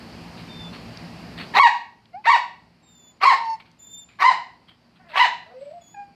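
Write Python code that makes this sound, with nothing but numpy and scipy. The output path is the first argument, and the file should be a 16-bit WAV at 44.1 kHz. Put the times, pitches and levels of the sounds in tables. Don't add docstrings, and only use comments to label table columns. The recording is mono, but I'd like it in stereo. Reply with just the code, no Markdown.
import sys
import numpy as np
from scipy import signal
from scipy.fft import rfft, irfft, next_fast_len
from scipy.io import wavfile
from scipy.ndimage import uniform_filter1d, minimum_filter1d

SR = 44100
rng = np.random.default_rng(int(sys.argv[2]) if len(sys.argv) > 2 else 0)


def wrap_up_sound(samples):
    columns = np.atleast_2d(samples).T
    tamed = np.clip(columns, -1, 1)
    steps = np.round(tamed * 32767).astype(np.int16)
    wavfile.write(sys.argv[1], SR, steps)


N = 271199
EDGE_HZ = 14800


def gain_of(db):
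    return 10 ** (np.asarray(db) / 20)


def evened(x):
    return x / np.sqrt(np.mean(x ** 2) + 1e-20)


def read(points, hz):
    point_hz, value = np.transpose(points)
    return np.interp(np.log(hz + 1), np.log(point_hz + 1), value)


def add(mix, start_s, sound):
    part = mix[round(start_s * SR):][:len(sound)]
    part += sound[:len(part)]


def played(rows):
    time_s, *columns = np.transpose(rows)
    t = np.arange(time_s[0], time_s[-1], 1 / SR)
    return time_s[0], [np.interp(t, time_s, column) for column in columns]


def low_cut(x, order, hz):
    return signal.sosfilt(signal.butter(order, hz, "high", fs=SR, output="sos"), x)


def wander(count, hz):
    smooth = signal.butter(2, hz, fs=SR, output="sos")
    return evened(signal.sosfilt(smooth, rng.standard_normal(count + 4000))[4000:])


def coloured(x, points):
    hz = np.fft.rfftfreq(len(x), 1 / SR)
    return irfft(rfft(x) * gain_of(read(points, hz)), len(x))


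def resonate(x, hz, width):
    turn = np.exp(2j * np.pi * hz * np.arange(len(x)) / SR)
    r = np.exp(-np.pi * width / SR)
    smoothed = signal.lfilter([(1 - r) ** 2], [1, -2 * r, r * r], x / turn)
    return 2 * (turn * smoothed).real


# [dB per Hz, relative]
AIR_SPECTRUM = [(21, -48.5), (35, -22.5), (104, -4), (134, -16), (169, -7.5), (201, -5), (501, -17.5),
                (752, -14.5), (1420, -16.5), (2740, -20), (3620, -29), (4670, -20.5), (6010, -36),
                (13200, -46), (15000, -57.5)]
# hz [Hz], likeness [-1 to 1]
AIR_LIKENESS = [(60, 0.94), (130, 0.86), (290, 0.76), (630, 0.93), (1380, -0.6), (3030, -0.13),
                (6630, 0.38), (14500, -0.32)]
# pitch_hz [Hz], width_hz [Hz], level_db [dB]
HUM_BANDS = [(59.4, 11, -78.5), (114.3, 12, -70), (169, 15, -64.5), (234, 14, -68.5)]
AIR_DB = -58.5


def air():
    frames, hz = N // 256 + 5, np.fft.rfftfreq(1024, 1 / SR)
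    a, b, c, d, patches = rng.standard_normal((frames, 513, 5)).T
    patches_db = evened(uniform_filter1d(uniform_filter1d(patches, 12, 0), 14, 1))
    likeness = np.clip(read(AIR_LIKENESS, hz), -1, 1)[:, None]
    left = a + 1j * b
    right = likeness * left + np.sqrt(1 - likeness ** 2) * (c + 1j * d)
    spectra = np.array([left, right]) * gain_of(read(AIR_SPECTRUM, hz)[:, None] + patches_db)
    tone = signal.istft(spectra, nperseg=1024, noverlap=768)[1][:, :N]
    hum = sum(gain_of(level_db) * evened(resonate(rng.standard_normal(N), pitch_hz, width_hz))
              for pitch_hz, width_hz, level_db in HUM_BANDS)
    return gain_of(AIR_DB) * evened(tone) + hum


# [dB, relative to the rush]
BREATH_PUFFS = [(0.37, -63.5, 0.0058, 0.28, 3880, -11), (0.722, -59, 0.013, 0.31, 4340, -5),
                (1.37, -54.5, 0.013, 0.25, 1940, -12), (1.385, -53.5, 0.018, 0.22, 4310, -8.5),
                (3.595, -49, 0.0064, .12, 2280, -4), (3.64, -59, 0.019, 0.31, 2317, -8),
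                (4.083, -55.5, 0.0068, 0.39, 2400, -5), (4.672, -52, 0.017, 0.19, 3210, 1.5),
                (4.952, -61, 0.0075, 0.18, 2620, -8.5), (5.074, -48.5, 0.025, 0.77, 2650, -12),
                (5.552, -62.5, 0.062, 1.4, 7910, 1)]
# [dB per Hz, relative]
PUFF_SPECTRUM = [(300, -27.5), (700, -4), (1500, -1), (2500, 1), (4500, -2), (5500, -20.5), (7000, -25.5),
                 (8400, -11.5), (10000, -32.5)]


def puff(start_s, level_db, rise_s, t60_s, ring_hz, ring_db):
    t, noise = np.arange(SR // 2) / SR, rng.standard_normal(SR // 2)
    ring = gain_of(ring_db) * evened(resonate(noise, ring_hz, width=350))
    rush = evened(coloured(noise, PUFF_SPECTRUM)) + ring
    rise = np.minimum(t / rise_s, 1) ** 2
    decay_db = -60 * np.maximum(t - rise_s, 0) / t60_s
    flutter_db = 2.5 * wander(len(t), hz=150)
    return start_s, gain_of(level_db + decay_db + flutter_db) * rise * rush


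# [dB, further change of the fundamental at the start]
NOSE_WHISTLES = [(.48, .62, 0.71, 3595, 3580, 3490, -60.5, -79.5, 1.5),
                 (2.819, 3.03, 3.13, 3740, 3490, 3490, -58, -46, -1),
                 (3.782, 3.968, 4.05, 3526, 3600, 3560, -44, -35, -15),
                 (5.806, 5.887, 5.955, 3430, 3370, 3490, -63.5, -45.5, 9.5)]
# [dB, relative to the octave]
WHISTLE_UPPER = [-36, -31]
SWELL_DB, SINK_DB = -8, -4.5
FLICK, FLICK_S = 0.033, .012


def whistle(start_s, crest_s, end_s, start_hz, crest_hz, end_hz, first_db, octave_db, onset_db):
    t, points_s = np.arange(start_s, end_s, 1 / SR), [start_s, crest_s, end_s]
    glide_hz = uniform_filter1d(np.interp(t, points_s, [start_hz, crest_hz, end_hz]), size=2000)
    hz = glide_hz * (1 + FLICK * np.exp((start_s - t) / FLICK_S))
    wobble = 0.0016 * wander(len(hz), hz=80) + 0.0033 * wander(len(hz), hz=15)
    turns = np.cumsum(hz * (1 + wobble)) / SR
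    levels_db = [first_db + np.interp(t, points_s, [onset_db, 0, 0]), octave_db]
    levels_db += [octave_db + db for db in WHISTLE_UPPER]
    tone = sum(gain_of(db) * np.cos(2 * np.pi * (k + 1) * turns) for k, db in enumerate(levels_db))
    shape_db = np.interp(t, points_s, [SWELL_DB, 0, SINK_DB]) + 2.1 * wander(len(hz), hz=40)
    return start_s, np.sqrt(2) * tone * gain_of(shape_db) * signal.windows.tukey(len(hz), .15)


# start_s [s], level_db [dB, top of the decay], pitch_hz [Hz], t60_s [s]
FAINT_CLICKS = [(0.973, -40.5, 4430, 0.0083), (2.056, -44, 3390, 0.016), (2.087, -56, 6000, .008),
                (2.099, -63.5, 4010, 0.013), (3.715, -44, 5000, 0.011)]


def click(start_s, level_db, pitch_hz, t60_s):
    t = np.arange(2000) / SR
    wobbled_s = np.cumsum(1 + 0.34 * wander(2000, hz=900)) / SR
    edge = np.minimum(t / 0.00052, 1)
    return start_s, gain_of(level_db - 60 * t / t60_s) * edge * np.sin(2 * np.pi * pitch_hz * wobbled_s)


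# time_s [s], effort_db [dB], pitch_hz [Hz]
YIP_CURVES = [
    [(1.532, -58.5, 269.6), (1.556, -33.5, 323.5), (1.572, -31, 407.8), (1.592, -23, 420.7),
     (1.596, -5.5, 1068), (1.617, -15.5, 1143), (1.626, -17, 1098), (1.636, -10, 966), (1.655, -9, 941.6),
     (1.674, -18, 810.5), (1.69, -34, 615)],
    [(2.236, -43, 427.3), (2.255, -28, 560), (2.273, -15, 906), (2.288, -12.5, 916), (2.3, -12.5, 1119),
     (2.318, -20, 1124), (2.333, -12, 982), (2.348, -15, 926.5), (2.362, -24.5, 770), (2.378, -38.5, 560)],
    [(3.2, -38, 263.4), (3.215, -29.5, 342.8), (3.232, -21, 388), (3.246, -12.5, 384.6), (3.25, -15, 938),
     (3.26, -9.5, 1048), (3.275, -10.5, 1103), (3.296, -10, 1043), (3.32, -19, 855.6), (3.352, -33, 481)],
    [(4.183, -43, 255), (4.202, -28.5, 321), (4.218, -20.5, 386.3), (4.234, -10, 370.7),
     (4.238, -16.5, 914), (4.254, -11.5, 985.4), (4.272, -13, 1063), (4.296, -13, 977.3),
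     (4.312, -23.5, 786.5), (4.335, -29, 523)],
    [(4.99, -53, 381), (5.005, -56, 376.4), (5.03, -61, 371), (5.048, -55, 348), (5.09, -56.5, 337.5),
     (5.135, -46, 291)],
    [(5.125, -43, 300.6), (5.15, -31.5, 334.1), (5.172, -19.5, 367.6), (5.186, -15, 377.3),
     (5.19, -19.5, 834), (5.204, -13, 990), (5.212, -14, 1011), (5.235, -13.5, 969), (5.252, -23.5, 811),
     (5.278, -32.5, 514)],
    [(5.455, -50.5, 208), (5.48, -55.5, 217.8), (5.52, -51, 243.6), (5.545, -56, 257)],
]
# tilt_db [dB per octave], ring_db [dB, back of the throat],
# half_share [0-1, half-pitch lines], mouth [factor on the throat],
# low_rough and high_rough [0-1, roughness of the low and the high register]
YIP_VOICES = [(-1, -1.5, .03, 1.01, .3, 0.036), (-.5, -1.5, 0.097, 0.998, 0.25, 0.11),
              (-1.3, -5, 0.29, 1.042, .25, 0.14), (-1, -4, 0.13, 1.037, 0.28, 0.1),
              (-7.5, 13, .02, 0.8, 0.088, .1), (-0.2, 3.5, 0.41, .99, 0.29, 0.13),
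              (-3.5, -20, .1, 0.77, .08, .1)]
# [dB, relative]
THROAT_SPECTRUM = [(200, -37), (330, -23.5), (500, -31.5), (700, -8), (1050, 1.5), (1400, -14.5),
                   (2000, -3.5), (2500, -11.5), (2900, -14), (3350, -24), (3900, -17), (4700, -23.5),
                   (5500, -32.5), (8000, -38.5), (11000, -66.5), (15000, -94)]
HALF_DB = -2
LOW_HALF = .15
BREATH_TILT_DB = 4.5
REGISTER_HZ = 620
FULL_DB = -9.5
ROUGH_PER_DB = 0.0325
SHUT_PER_DB = .004
LOW_OPEN = 0.067


def yip(rows, tilt_db, ring_db, half_share, mouth, low_rough, high_rough):
    start_s, (effort_db, hz) = played(rows)
    count = len(hz)
    low = 1 / (1 + (hz / REGISTER_HZ) ** 8)
    slack_db = np.maximum(FULL_DB - effort_db, 0)
    rough = (high_rough + (low_rough - high_rough) * low) * (1 + ROUGH_PER_DB * slack_db)
    rough = np.clip(rough, 0, 1)
    half_share = np.clip(half_share + (LOW_HALF - half_share) * low, 0, 1)
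    mouth = mouth * (1 + LOW_OPEN * low - SHUT_PER_DB * slack_db)
    turns = np.cumsum(hz * (1 + .11 * rough * wander(count, hz=250))) / SR
    throat = [(f, db + tilt_db * np.log2(f / 1000) + ring_db * np.exp(-(np.log2(f / 2900) / 0.45) ** 2))
              for f, db in THROAT_SPECTRUM]

    k = np.arange(1, 61)[:, None] / 2
    strength = gain_of(read(throat, k * hz / mouth)) * (k * hz < EDGE_HZ)
    strength *= np.where(k % 1, half_share * gain_of(HALF_DB), 1)
    flicker = evened(uniform_filter1d(rng.standard_normal(strength.shape), size=350, axis=1))
    strength *= gain_of(np.minimum(1.1 * k, 5) * np.minimum(rough / .15, 1.2) * flicker)
    partials = strength * np.cos(2 * np.pi * k * turns + 1.3 * k ** 2)
    folds = partials.sum(0) / np.sqrt((strength ** 2).sum(0) / 2)

    gate = 0.37 + np.exp(-(turns % 1) / .3)
    airy_throat = [(f, db + BREATH_TILT_DB * np.log2(f / 1000)) for f, db in throat]
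    breath = coloured(gate * rng.standard_normal(count), airy_throat)
    breath = .7 * rough ** 1.5 * evened(low_cut(breath, 4, 650))

    shimmer = gain_of(8.0 * rough * wander(count, hz=120))
    jump = uniform_filter1d(abs(np.gradient(np.log2(hz))) * SR, size=200)
    voiced = 1 / (1 + (jump / 70) ** 2)
    voice = gain_of(effort_db) * (voiced * folds * shimmer + breath) * signal.windows.tukey(count, .2)
    return start_s, low_cut(voice, 4, 330)


# time_s [s], pitch_hz [Hz], level_db [dB]
WHINE_CURVES = [
    [(2.128, 690, -68), (2.146, 712, -35), (2.184, 838, -38), (2.212, 868, -52), (2.225, 861, -62.5)],
    [(3.38, 933, -33), (3.41, 930, -30), (3.472, 904, -27.5), (3.5, 905, -24.5), (3.54, 896, -26.5),
     (3.557, 896, -35), (3.572, 884, -68)],
    [(5.535, 506, -49), (5.568, 511, -40.5), (5.592, 521, -42), (5.63, 562.5, -35), (5.665, 578, -39),
     (5.69, 577, -39.5), (5.72, 627, -39), (5.74, 698, -43), (5.783, 693, -40.5), (5.805, 687, -59),
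     (5.83, 685, -46.5)],
    [(5.938, 834, -61), (5.948, 836, -42), (5.96, 811, -50), (5.975, 801, -39), (5.998, 813, -36),
     (6.03, 808, -40), (6.062, 803, -53), (6.145, 800, -58.5)],
]
# [s, its time constant]
WHINE_OVERTONES = [(-32, -15, 28.5, .025), (-31.5, 2.5, -24, 0.062), (-35.5, -6, 7, 0.042),
                   (-18.5, -18.5, 11, .02)]
# hz [Hz], level_db [dB]
MUZZLE_COLOUR = [(900, -21), (1600, -3.5), (2300, 8), (2900, -1), (3600, -16.5), (4500, 8.5), (6000, 2.5),
                 (8000, -7.5), (11000, -29)]
# centre_s [s], half_length_s [s]
VOICE_CATCHES = [(5.604, .012), (5.65, 0.017), (5.703, 0.0095), (5.73, 0.0065)]
CATCH_DB = -17


def whine(rows, over_db, tilt_db, onset_db, onset_s):
    start_s, (hz, level_db) = played(rows)
    t = np.arange(len(hz)) / SR
    catch = sum(np.maximum(1 - abs(start_s + t - centre_s) / half_length_s, 0)
                for centre_s, half_length_s in VOICE_CATCHES)
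    level_db = level_db + CATCH_DB * catch
    turns = np.cumsum(hz * (1 + .004 * wander(len(hz), hz=60))) / SR
    k = np.arange(2, 13)[:, None]
    colour_db = over_db + onset_db * np.exp(-t / onset_s) + 2.7 * wander(len(hz), hz=90)
    colour_db = colour_db + read(MUZZLE_COLOUR, k * hz) + tilt_db * np.log2(k * hz / 2000)
    overtones = (gain_of(colour_db) * np.cos(2 * np.pi * k * turns + k ** 2)).sum(0)
    hum = np.cos(2 * np.pi * turns) + overtones
    return start_s, np.sqrt(2) * gain_of(level_db) * hum * signal.windows.tukey(len(hz), .06)


# delay_s [s], left_db [dB], right_db [dB]
FIRST_ECHOES = [(.0031, -12.5, -10), (.0057, -10.5, -5), (.0094, -12.5, -10), (0.0145, -14, -8),
                (.0198, -11, -14), (.0273, -14, -14)]


def echoes(x):
    taps = np.zeros((2, 2000))
    signs = rng.choice([-1., 1.], (len(FIRST_ECHOES), 2))
    for (delay_s, *levels_db), sign in zip(FIRST_ECHOES, signs):
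        taps[:, round(delay_s * SR)] = sign * gain_of(levels_db)
    return signal.oaconvolve(x[None], taps, axes=1)[:, :N]


# hz [Hz], t60_s [s]
ROOM_DECAY = [(300, 0.51), (700, 0.49), (1000, 0.36), (2000, 0.41), (4000, 0.43), (8000, .35),
              (12000, 0.083)]


def room(x):
    taps = np.zeros((2, SR))
    at = np.arange(160, SR - 20, 20) + rng.integers(0, 20, (2, (SR - 161) // 20))
    np.put_along_axis(taps, at, rng.choice([-1., 1.], at.shape), 1)
    hz, t, spectra = signal.stft(taps, SR, nperseg=256)
    likeness = np.clip(600 / (hz + 300) - .5, 0, .95)[:, None]
    spectra[1] = likeness * spectra[0] + np.sqrt(1 - likeness ** 2) * spectra[1]
    decay = gain_of(-60 * t / read(ROOM_DECAY, hz)[:, None])
    tail = signal.istft(spectra * decay, SR, nperseg=256)[1]
    return signal.fftconvolve(x[None], tail / np.linalg.norm(tail[0]), axes=1)[:, :N]


def leaned(pair, points):
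    size = next_fast_len(N)
    lean_db = read(points, np.fft.rfftfreq(size, 1 / SR)) / 2 * np.array([[1], [-1]])
    return irfft(rfft(pair, size) * gain_of(lean_db), size)[:, :N]


# [dB, left minus right]
DOG_DIRECTION = [(60, -3.5), (110, 0), (200, 4.5), (370, -0.5), (690, -1), (1270, 0.5), (2330, 4),
                 (4290, 7.5), (7900, 3.5), (14500, -2)]
# [dB, left minus right]
AIR_DIRECTION = [(60, -1.5), (110, -0.5), (200, 0), (370, -0.5), (690, 0.5), (1270, 0.5), (2330, 3.5),
                 (4290, 7), (7900, -2), (14500, -9.5)]
LAG_S = .00007
ROOM_DB = -3
NOSE_ROOM_DB = -20
DOG_DB = 1.0


def scene():
    mouth, nose = np.zeros(N), np.zeros(N)
    for source, rows in ((puff, BREATH_PUFFS), (whistle, NOSE_WHISTLES), (click, FAINT_CLICKS)):
        for row in rows:
            add(nose, *source(*row))
    for rows, voice in zip(YIP_CURVES, YIP_VOICES):
        add(mouth, *yip(rows, *voice))
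    for rows, overtones in zip(WHINE_CURVES, WHINE_OVERTONES):
        add(nose, *whine(rows, *overtones))
    both = mouth + nose
    direct = np.array([np.roll(both, round(LAG_S * SR)), both])
    tail = room(gain_of(ROOM_DB) * mouth + gain_of(NOSE_ROOM_DB) * nose)
    dog = gain_of(DOG_DB) * (direct + echoes(mouth)) + tail
    return leaned(dog, DOG_DIRECTION) + leaned(air(), AIR_DIRECTION)


def loudness_db(x, size):
    return 10 * np.log10(abs(uniform_filter1d((x ** 2).mean(0), size)) + 1e-12)


def held(level_db, fall_db):
    fall = np.arange(N) * fall_db / SR
    return np.maximum.accumulate(level_db + fall) - fall


def record(dry):
    cut = low_cut(dry, 6, 45)
    boost_db = np.clip(-16.5 - held(loudness_db(cut, size=900), fall_db=6.0), 0, 18)
    r = np.exp(-1 / (0.057 * SR))
    eased_db = signal.lfilter([1 - r], [1, -r], boost_db - boost_db[0]) + boost_db[0]
    boosted = cut * gain_of(eased_db)
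    over_db = np.maximum(held(loudness_db(boosted, size=300), fall_db=124.0) + 11, 0)
    limited = boosted / gain_of(0.47 * uniform_filter1d(over_db, size=300))
    headroom = minimum_filter1d(np.minimum(.95 / (abs(limited).max(0) + 1e-9), 1), size=301)
    limited = low_cut(limited * uniform_filter1d(headroom, size=151), 2, 35)
    band = signal.firwin(511, EDGE_HZ, window=("kaiser", 9), fs=SR)
    return signal.oaconvolve(limited, band[None], "same")


dry = scene()
out = record(dry)
wrap_up_sound(out)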